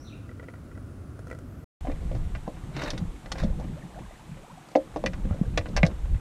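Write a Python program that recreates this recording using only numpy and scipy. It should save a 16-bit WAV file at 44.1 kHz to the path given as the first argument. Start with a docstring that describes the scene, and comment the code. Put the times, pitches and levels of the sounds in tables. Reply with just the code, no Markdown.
"""A small camera in a canoe on a river. First a quiet close-up: calm air (shaped noise), buzzing insects (narrow
noise), a bird (gliding tones echoed by the trees), a clicking reel (bursts that ring its parts), a thin whine.
After a short silence wind buffets the microphone (low, lumpy noise) and water gurgles (rising tones). The hull
booms (fading tones), rod and tackle knock and rattle on it (bursts that ring tackle and hull, with an echo),
and they scrape along it (gritty noise)."""
import sys
import numpy as np
from scipy import signal
from scipy.fft import rfft, irfft
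from scipy.io import wavfile
from scipy.ndimage import uniform_filter1d

SR = 44100
rng = np.random.default_rng(int(sys.argv[2]) if len(sys.argv) > 2 else 0)


def materialize(psi):
    """Save the field psi as 16-bit PCM at rate SR to the path in sys.argv[1].

    A 1-D psi becomes a single channel; in a 2-D psi each row is a channel.
    """
    bounded = np.clip(np.atleast_2d(psi).T, -1, 1)
    quanta = np.round(bounded * 32767).astype(np.int16)
    wavfile.write(sys.argv[1], SR, quanta)


N = 273596  # length in samples

SILENCE_START_S, SILENCE_END_S = 1.644, 1.806

# Tone colour of the calm air: f/Hz, relative level/dB
CALM_COLOUR = [(15, -48.5), (25, -14.5), (92, -0.5), (190, -13), (263, -9.5), (439, -22.5), (624, -25),
               (887, -36), (1370, -29), (1700, -39), (1890, -40.5), (3620, -49.5), (8830, -51.5),
               (9570, -52), (16000, -61.5)]
AIR_DB = -40  # before the lows are trimmed
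AIR_BASS_DB, AIR_SWELL_DB = -2.5, 1  # trim of the lows, and how far they wander

INSECT_START_DB, INSECT_TOP_DB, INSECT_TOP_S = -88, -75.5, 1.17
INSECT_FADE_DB_PER_S = 28

# Bird call, one list per note, each a path of: t/s, f/Hz, level/dB
BIRD_NOTES = [
    [(0, 5270, -61.5), (.03, 5830, -63.5), (.07, 6050, -75)],
    [(.045, 4200, -61.5), (.08, 3900, -54.5), (.095, 3080, -64.5), (.115, 2260, -63)],
    [(.125, 2390, -51.5), (.14, 2760, -58.5), (.2, 2660, -94)],
]
TREES_T60_S, TREES_DB = 0.52, 3  # time for the echo to fall 60 dB; its level against the direct call

# Reel clicks, strength of each hit: t/s, parts level/dB, body level/dB, tick level/dB
REEL_CLICKS = [(0.2916, -51.5, -43.5, -67), (0.314, -52.5, -46, -69), (0.397, -44, -38, -64.5),
               (0.4293, -48, -40.5, -62), (0.4405, -54, -45, -62), (0.485, -44, -38.5, -63.5),
               (0.5, -52, -46, -64), (0.5387, -48.5, -42.5, -63), (0.5564, -55, -54, -66),
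               (0.7146, -60, -48, -66), (0.752, -56, -54.5, -63), (0.776, -52.5, -42, -62),
               (1.192, -61, -38, -53), (1.27, -61, -41, -52.5), (1.28, -58, -51, -55.5),
               (1.3006, -49, -40, -51.5), (1.3126, -39.5, -33, -51.5), (1.328, -45, -36, -54),
               (1.349, -56, -39.5, -55), (1.388, -57, -42, -51)]
CLICK_RATTLE_S = 0.024
# Ringing of the small reel parts: f/Hz, relative level/dB, time to fall 60 dB/s
REEL_PARTS_MODES = [(1957, 11, 0.03), (2270, -5, 0.045), (3030, -15, 0.013)]
# Ringing of the reel body: f/Hz, relative level/dB, time to fall 60 dB/s
REEL_BODY_MODES = [(513, 7, .05), (640, 3, 0.024), (956, -4.5, .03), (1384, 3.5, 0.025)]

WHINE_START_S, WHINE_TOP_S, WHINE_DB, WHINE_RISE_DB = 1.25, 1.5, -74, 22

# Wind on the microphone, two gusty spells around a lull: t/s, rumble level/dB, buffeting level/dB
WIND_GUSTS = [(1.81, -34, -63), (1.9, -33.5, -51), (1.96, -31.5, -42), (2.2, -29.5, -44.5),
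              (2.5, -35, -53.5), (2.75, -43, -41), (3.0, -31, -36.5), (3.2, -42.5, -53.5), (3.47, -32, -35),
              (3.62, -32, -37), (3.74, -40.5, -42.5), (3.88, -51, -51), (4.3, -51, -52), (4.7, -60, -59.5),
              (5.05, -41.5, -43), (5.4, -32, -37.5), (5.7, -29, -43.5), (5.9, -33.5, -31.5),
              (6.0, -30.5, -53), (6.14, -21, -62), (6.2, -37, -49)]
LUMPS_PER_S, LUMP_DB = 18, 4  # the rumble comes in uneven lumps
RUSTLE_DB, RUSTLE_SHARE = -52, 0.33  # rustle when the buffeting is at -45 dB; dB per dB of buffeting
# Tone colour of the smooth far hiss: f/Hz, relative level/dB
BREEZE_COLOUR = [(120, -28), (200, -1), (254, -10.5), (569, -18), (749, -6), (1080, -10), (1770, -14.5),
                 (3760, -19), (4860, -25), (7830, -22), (14300, -35.5), (15100, -47), (16000, -72)]
BREEZE_DB = -55.5

# Clear water gurgles at the hull: t/s, level/dB, first pitch f/Hz, length/s
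CLEAR_GURGLES = [(1.848, -33.5, 668, 0.015), (2.468, -43, 790, 0.011), (3.499, -42, 504, 0.017),
                 (3.585, -44, 440, 0.036), (3.608, -44, 780, 0.016), (3.765, -42.5, 504, 0.031),
                 (3.823, -47.5, 1700, .012), (3.955, -43.5, 556, 0.032), (3.975, -40.5, 650, 0.022),
                 (4.015, -49.5, 904, 0.026), (4.108, -43, 615, 0.01), (4.433, -45.5, 600, 0.032),
                 (4.495, -45.5, 837, 0.031), (4.573, -42.5, 663, 0.021), (5.3, -48, 1150, 0.018),
                 (5.32, -48, 1240, 0.015), (5.385, -46, 580, 0.023), (5.452, -48, 1480, 0.013),
                 (5.462, -43, 410, 0.025)]
GURGLE_RISE_PER_S = 14.2  # climb per second, as a share of the first pitch

# Soft bumps that set the whole hull booming: t/s, level/dB, f/Hz, time to fall 60 dB/s
HULL_BUMPS = [(1.842, -27, 138, 0.081), (1.884, -18, 274, 0.07), (2.154, -16, 121, 0.11),
              (2.477, -15, 200, 0.03), (2.636, -19, 97, 0.04), (2.745, -28, 139, 0.27),
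              (2.828, -27, 150, 0.064), (3.014, -19.5, 94.5, 0.12), (3.014, -18, 165.3, 0.14),
              (3.421, -21, 157.6, 0.18), (3.443, -11, 201, 0.068), (3.574, -21.5, 163.7, 0.14),
              (3.726, -22, 157.6, 0.092), (4.292, -30, 157.6, 0.067), (4.315, -25.5, 156, 0.077),
              (4.527, -37, 162, 0.063), (4.755, -26, 268, 0.1), (4.776, -16.5, 306, 0.078),
              (4.959, -31, 173, 0.064), (5.042, -22, 218, 0.07), (5.084, -25.5, 181, 0.13),
              (5.159, -29, 168, 0.076), (5.253, -18, 198, 0.054), (5.309, -13.5, 87, 0.1),
              (5.31, -11, 170, 0.032), (5.413, -0.5, 178, 0.028), (5.476, -18.5, 96, 0.085),
              (5.593, -12, 89, 0.046), (5.826, -17.5, 91.5, 0.14), (5.834, 0, 163, 0.06),
              (6.148, -15, 104.6, 0.072)]

# Tackle hits the hull, strength of each hit:
# t/s, clack level/dB, hull level/dB, hull colour f/Hz, tick level/dB, rattle length/s (the hull uses less)
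TACKLE_KNOCKS = [(1.852, -48.5, -52, 697, -53, 0.034), (1.8703, -45, -43.5, 649, -61, 0.042),
                 (1.8978, -45, -42.5, 301, -57, 0.019), (1.9163, -46, -48, 315, -51, 0.028),
                 (2.114, -53.5, -49.5, 458, -54, 0.054), (2.15, -53, -50.5, 312, -47.5, 0.066),
                 (2.3505, -40, -52, 864, -49, 0.045), (2.4778, -52, -36.5, 486, -48, 0.021),
                 (2.766, -41.5, -46.5, 315, -35.5, 0.024), (2.82, -40, -51, 756, -36, 0.036),
                 (2.8346, -46, -45, 301, -34.5, 0.06), (2.9042, -40.5, -56.5, 999, -23.5, 0.029),
                 (2.9332, -47, -46.5, 301, -42, 0.044), (2.9774, -43.5, -54, 353, -31.5, 0.032),
                 (3.2592, -44, -54, 301, -46, 0.026), (3.3181, -31.5, -46.5, 659, -21, 0.027),
                 (3.3554, -43, -46, 999, -51, 0.026), (3.382, -42, -49, 700, -37, 0.03),
                 (3.435, -49, -41, 326, -35.5, 0.03), (3.5983, -58, -48.5, 420, -48, 0.04),
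                 (3.9886, -49.5, -52.5, 700, -58, 0.039), (4.6867, -57, -62, 514, -47, 0.026),
                 (4.7156, -62, -58, 393, -45, 0.018), (4.7527, -28, -31, 700, -45, 0.012),
                 (4.7568, -47, -22, 490, -31.5, 0.027), (4.9608, -43.5, -34.5, 560, -42, 0.032),
                 (4.968, -59.5, -41, 540, -52, 0.033), (5.0394, -41.5, -32.5, 500, -41, 0.02),
                 (5.0613, -25.5, -40, 530, -25.5, 0.038), (5.1336, -44, -60, 439, -45.5, 0.047),
                 (5.252, -51, -48, 301, -63, 0.022), (5.309, -49.5, -51.5, 600, -62, 0.04),
                 (5.3444, -54, -51, 406, -54, 0.02), (5.433, -56, -51.5, 400, -65, 0.03),
                 (5.575, -22, -31.5, 635, -20.5, 0.033), (5.61, -44.5, -54, 374, -60, 0.033),
                 (5.658, -38.5, -47.5, 331, -62, 0.03), (5.6854, -62, -51, 415, -44, 0.024),
                 (5.7647, -28.5, -41.5, 820, -22, 0.045), (5.7746, -34, -41.5, 700, -46, 0.06),
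                 (5.8311, -15, -26.5, 680, -50, 0.019), (5.85, -38, -47.5, 417, -37, 0.046),
                 (5.8649, -38.5, -38.5, 301, -23.5, 0.016), (6.1454, -48.5, -70, 318, -61, 0.024)]
# Ringing of the tackle: f/Hz, relative level/dB, time to fall 60 dB/s
TACKLE_MODES = [(1233, -3, .035), (1630, -4, .03), (1865, 0, .04), (2015, -2, .04), (2200, 0, .04),
                (2420, -4, .03), (2700, -4, .03), (3000, -4, .03), (3770, -8, .025)]
# Ringing of the hull skin: f/Hz, relative level/dB, time to fall 60 dB/s
HULL_MODES = [(320, -4, .15), (410, -9, .08), (480, -3, .1), (534, 0, .14), (600, -1, .11), (672, -3, .09),
              (770, -8, .06), (850, -9, .06), (1000, -14, .04)]
CLACK_HZ, CLACK_HZ_PER_DB = 1495, 21  # colour of a -43.5 dB clack; harder blows are brighter
THUD_DB = 7.5  # the dull part of a blow that does not ring on
TAP_DB, TAP_SPREAD_DB, TAP_RATTLE_S = -56, 5, 0.034  # faint taps of loose tackle: weakest, range, length
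INSIDE_T60_S, INSIDE_DB = 0.063, -7  # echo inside the boat

# Tackle dragged along the hull, strength of the grit: t/s, length/s, level/dB, brightness level/dB
TACKLE_SCRAPES = [(2.763, 0.14, -44.5, -24), (3.393, 0.023, -47, -5)]
SCRAPE_ATTACK_DB_PER_S, SCRAPE_RELEASE_DB_PER_S = 600, 298

TOP_HZ = 15700


def undb(db):
    """Turn decibels into a plain factor."""
    return 10 ** (np.asarray(db, float) / 20)


def unit(x):
    """Scale a sound to an average (rms) level of 1."""
    return x / np.sqrt(np.mean(x ** 2))


def noise():
    """Plain hiss for the whole length."""
    return rng.standard_normal(N)


def curve(rows, outside=-140.):
    """Draw the columns of a table as lines over time."""
    s, *columns = np.transpose(rows)
    return [np.interp(np.arange(N) / SR, s, column, outside, outside) for column in columns]


def band(x, lo_hz, hi_hz, order=2):
    """Keep mainly the sound between two frequencies."""
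    sos = signal.butter(order, [lo_hz, min(hi_hz, .45 * SR)], "bandpass", fs=SR, output="sos")
    return signal.sosfilt(sos, x)


def walk(rate):
    """A random wander: values held for 1 / rate seconds, then smoothed twice; spread near 1."""
    hold = int(SR / rate)
    steps = np.repeat(rng.standard_normal(N // hold + 1), hold)
    return 1.21 * uniform_filter1d(uniform_filter1d(steps, hold), hold)[:N]


def coloured(points):
    """Steady noise with the given tone colour, at an rms level of 1."""
    hz, db = np.transpose(points)
    log_hz = np.log(np.maximum(np.fft.rfftfreq(N, 1 / SR), 1))
    colour = undb(np.interp(log_hz, np.log(hz), db, -120, -120))
    return unit(irfft(rfft(noise()) * colour, N))


def ring(x, modes):
    """A struck object sings at its own fading pitches; noise of rms 1 comes out near rms 1."""
    out, power = 0, 0
    for hz, db, t60 in modes:
        keep = np.exp(-np.log(1000) / (t60 * SR))  # share left after each sample
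        pole = keep * np.exp(2j * np.pi * hz / SR)
        out = out + undb(db) * np.sqrt(1 - keep) * signal.lfilter([1], [1, -pole], x).imag
        power += undb(db) ** 2 / 4
    return out / np.sqrt(power)


def blows(times, db, length, grit_db, strike=0., favoured_hz=None, spread=1.6):
    """Each blow is a first strike and a rattle of uneven contacts that holds briefly, then dies fast."""
    out, t = np.zeros(N), np.arange(SR // 8) / SR
    grit = undb(grit_db * np.resize(walk(400), N + len(t)))
    rattle = rng.standard_normal(N + len(t)) * grit
    for k, (s, gain, fade) in enumerate(zip(times, undb(db), length)):
        i = int(s * SR)
        shape = 1000. ** -(t / max(fade, .003)) ** 1.294
        burst = shape * rattle[i:i + len(t)]
        burst[0] += strike * np.sqrt(np.sum(burst ** 2))
        if favoured_hz is not None:  # the spot that is hit decides which pitches speak most
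            burst = band(burst, favoured_hz[k] / spread, favoured_hz[k] * spread, order=1)
        level = gain * np.sqrt(np.sum(shape ** 2) / np.sum(burst ** 2))
        out[i:i + len(t)] += (level * burst)[:N - i]
    return out


def echo(x, t60, db):
    """Many blurred reflections: the sound plus a fading noisy tail of it."""
    t = np.arange(SR) / SR
    tail = rng.standard_normal(SR) * 1000. ** (-t / t60)
    tail = tail / np.sqrt(np.sum(tail ** 2))
    return x + undb(db) * signal.fftconvolve(x, tail)[:N]


def calm_air():
    """Still air: soft shaped noise whose lows wander slowly in level."""
    air = undb(AIR_DB) * coloured(CALM_COLOUR)
    bass_gain = undb(AIR_BASS_DB + AIR_SWELL_DB * walk(1.7))
    return air + (bass_gain - 1) * band(air, 11, 900, order=1)


def insects():
    """A high, narrow, flickering buzz that grows, then fades."""
    t = np.arange(N) / SR
    buzz_db = np.interp(t, [0, INSECT_TOP_S], [INSECT_START_DB, INSECT_TOP_DB])
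    buzz_db = buzz_db - INSECT_FADE_DB_PER_S * np.maximum(t - INSECT_TOP_S, 0)
    return unit(band(noise(), 9450, 10050)) * undb(buzz_db + 3.1 * walk(40))


def bird():
    """Hoarse gliding whistles with an unsteady pitch, smeared by echoes from the trees."""
    out, waver = np.zeros(N), walk(500)
    for note in BIRD_NOTES:
        hz, db = curve(note)
        wavering_hz = np.maximum(hz, 0) * (1 + .04 * waver)
        out += undb(db) * np.sin(2 * np.pi * np.cumsum(wavering_hz) / SR)
    return echo(out, TREES_T60_S, TREES_DB)


def reel():
    """Small plastic and metal parts click: short hits ring the parts and body, with a bright tick."""
    s, parts_db, body_db, tick_db = np.transpose(REEL_CLICKS)
    length = np.full(len(s), CLICK_RATTLE_S)
    parts = ring(blows(s, parts_db, length, 1.3, strike=0.99), REEL_PARTS_MODES)
    body = ring(blows(s, body_db, length, 1.5, strike=1.8), REEL_BODY_MODES)
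    tick = band(blows(s, tick_db, length, 1.8), 2600, 9100)
    return band(parts, 1000, 7000, order=1) + band(body, 440, 2300, order=1) + tick


def whine():
    """A thin, high, steady tone that rises in level and stays."""
    t = np.arange(N) / SR
    db = np.interp(t, [WHINE_START_S, WHINE_TOP_S], [WHINE_DB - WHINE_RISE_DB, WHINE_DB], -140)
    return undb(db) * np.sin(2 * np.pi * 12409 * t)


def wind():
    """Eddies push the microphone's diaphragm in uneven lumps over a smooth far hiss."""
    rumble_db, buffet_db = curve(WIND_GUSTS)
    rumble = unit(band(noise(), 17.6, 61.1)) * undb(rumble_db + LUMP_DB * walk(LUMPS_PER_S))
    buffet = unit(band(noise(), 109, 192.7)) * undb(buffet_db + 4.0 * walk(30))
    patches = 0  # six bands that flicker separately, weaker towards the top
    for k, hz in enumerate(230 * 1.59 ** np.arange(6)):
        patches = patches + undb(-4.5 * k + 4.5 * walk(25)) * unit(band(noise(), hz, 1.5 * hz))
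    rustle = unit(patches) * undb(RUSTLE_DB + RUSTLE_SHARE * (buffet_db + 45))
    return rumble + buffet + rustle + undb(BREEZE_DB) * coloured(BREEZE_COLOUR)


def water():
    """Bubbles rise in pitch as they close; many small ones patter under the clear ones."""
    when, pitch, size = rng.random((260, 3)).T
    hz = 350 * 7.2 ** pitch
    small = np.transpose([SILENCE_END_S + 4.4 * when, -58 + 9 * size, hz, 9 / hz])
    out = np.zeros(N)
    for s, db, first_hz, length in [*CLEAR_GURGLES, *small]:
        part = np.linspace(0, 1, int(length * SR))  # 0 to 1 through the bubble
        rising_hz = first_hz * (1 + GURGLE_RISE_PER_S * length * part)
        phase = 2 * np.pi * np.cumsum(rising_hz) / SR
        bubble = undb(db) * np.sin(np.pi * part ** 0.53) * np.sin(phase)
        i = int(s * SR)
        out[i:i + len(part)] += bubble[:max(N - i, 0)]
    return out


def bumps():
    """A soft push on the hull: the boom swells quickly and fades."""
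    out, t = np.zeros(N), np.arange(SR // 3) / SR
    for s, db, hz, t60 in HULL_BUMPS:
        i = int(s * SR)
        swell = 1 - np.exp(-t / 0.0031)
        fade = 1000. ** (-t / max(t60, .02))
        boom = swell * fade * np.sin(2 * np.pi * hz * t)
        out[i:i + len(t)] += (undb(db) * boom)[:N - i]
    return out


def knocks():
    """A blow rings the tackle and the hull skin, starts with a bright tick and echoes inside the boat."""
    when, size, spot = rng.random((18, 3)).T
    tap_db = TAP_DB + TAP_SPREAD_DB * size
    taps = np.transpose([SILENCE_END_S + 4.3 * when, tap_db, tap_db - 9, 300 + 300 * spot,
                         tap_db - 15, np.full(18, TAP_RATTLE_S)])
    s, clack_db, hull_db, hull_hz, tick_db, length = np.transpose([*TACKLE_KNOCKS, *taps])

    clack_hz = CLACK_HZ + CLACK_HZ_PER_DB * (clack_db + 43.5)
    clack = blows(s, clack_db, length, 2.6, strike=0.38, favoured_hz=clack_hz, spread=1.42)
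    tackle = undb(-15) * ring(clack, TACKLE_MODES) + band(clack, 600, 2820)

    push = blows(s, hull_db, 0.71 * length, 1.9, strike=1.15, favoured_hz=hull_hz, spread=1.6)
    thud = undb(THUD_DB) * band(push, 186, 860)
    hull = band(undb(-2.5) * ring(push, HULL_MODES) + thud, 140, 1500, order=1)

    contact = blows(s, tick_db, length, 4.1)
    tick = band(contact, 3060, 6030, order=3) + undb(-18.5) * band(contact, 8200, 10860, order=3)
    return echo(tackle + hull + tick, INSIDE_T60_S, INSIDE_DB)


def scrapes():
    """Stick and slip: gritty noise in tackle and hull, with a thin squeak."""
    t, out = np.arange(N) / SR, 0
    for s, length, db, bright_db in TACKLE_SCRAPES:
        attack_db = SCRAPE_ATTACK_DB_PER_S * np.maximum(s - t, 0)
        release_db = SCRAPE_RELEASE_DB_PER_S * np.maximum(t - s - length, 0)
        shape_db = np.maximum(db - attack_db - release_db, -200)
        grit = noise() * undb(shape_db + 2.8 * walk(250) + 2.5 * walk(45))
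        tackle = undb(-10) * band(ring(grit, TACKLE_MODES), 780, 5500)
        hull = undb(1.0) * band(ring(grit, HULL_MODES), 260, 1000)
        rasp = undb(10.5) * band(grit, 750, 2580)
        squeak = undb(10.5) * band(grit, 3560, 3870, order=1)
        out = out + tackle + hull + rasp + squeak + undb(bright_db) * band(grit, 2500, 5500)
    return out


def scene():
    """The calm close-up stops dead; after the silence the windy part opens."""
    t = np.arange(N) / SR
    calm = calm_air() + insects() + bird() + reel() + whine()
    windy = wind() + water() + bumps() + knocks() + scrapes()
    opening = np.clip((t - SILENCE_END_S) / .003, 0, 1)
    return (calm * (t < SILENCE_START_S) + windy * opening)[None]


def record(dry):
    """The camera rounds the loudest peaks and cuts the top."""
    rounded = np.tanh(1.44 * dry) / 1.349
    return signal.sosfilt(signal.ellip(8, .2, 70, TOP_HZ, fs=SR, output="sos"), rounded)


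dry = scene()
out = record(dry)
materialize(out)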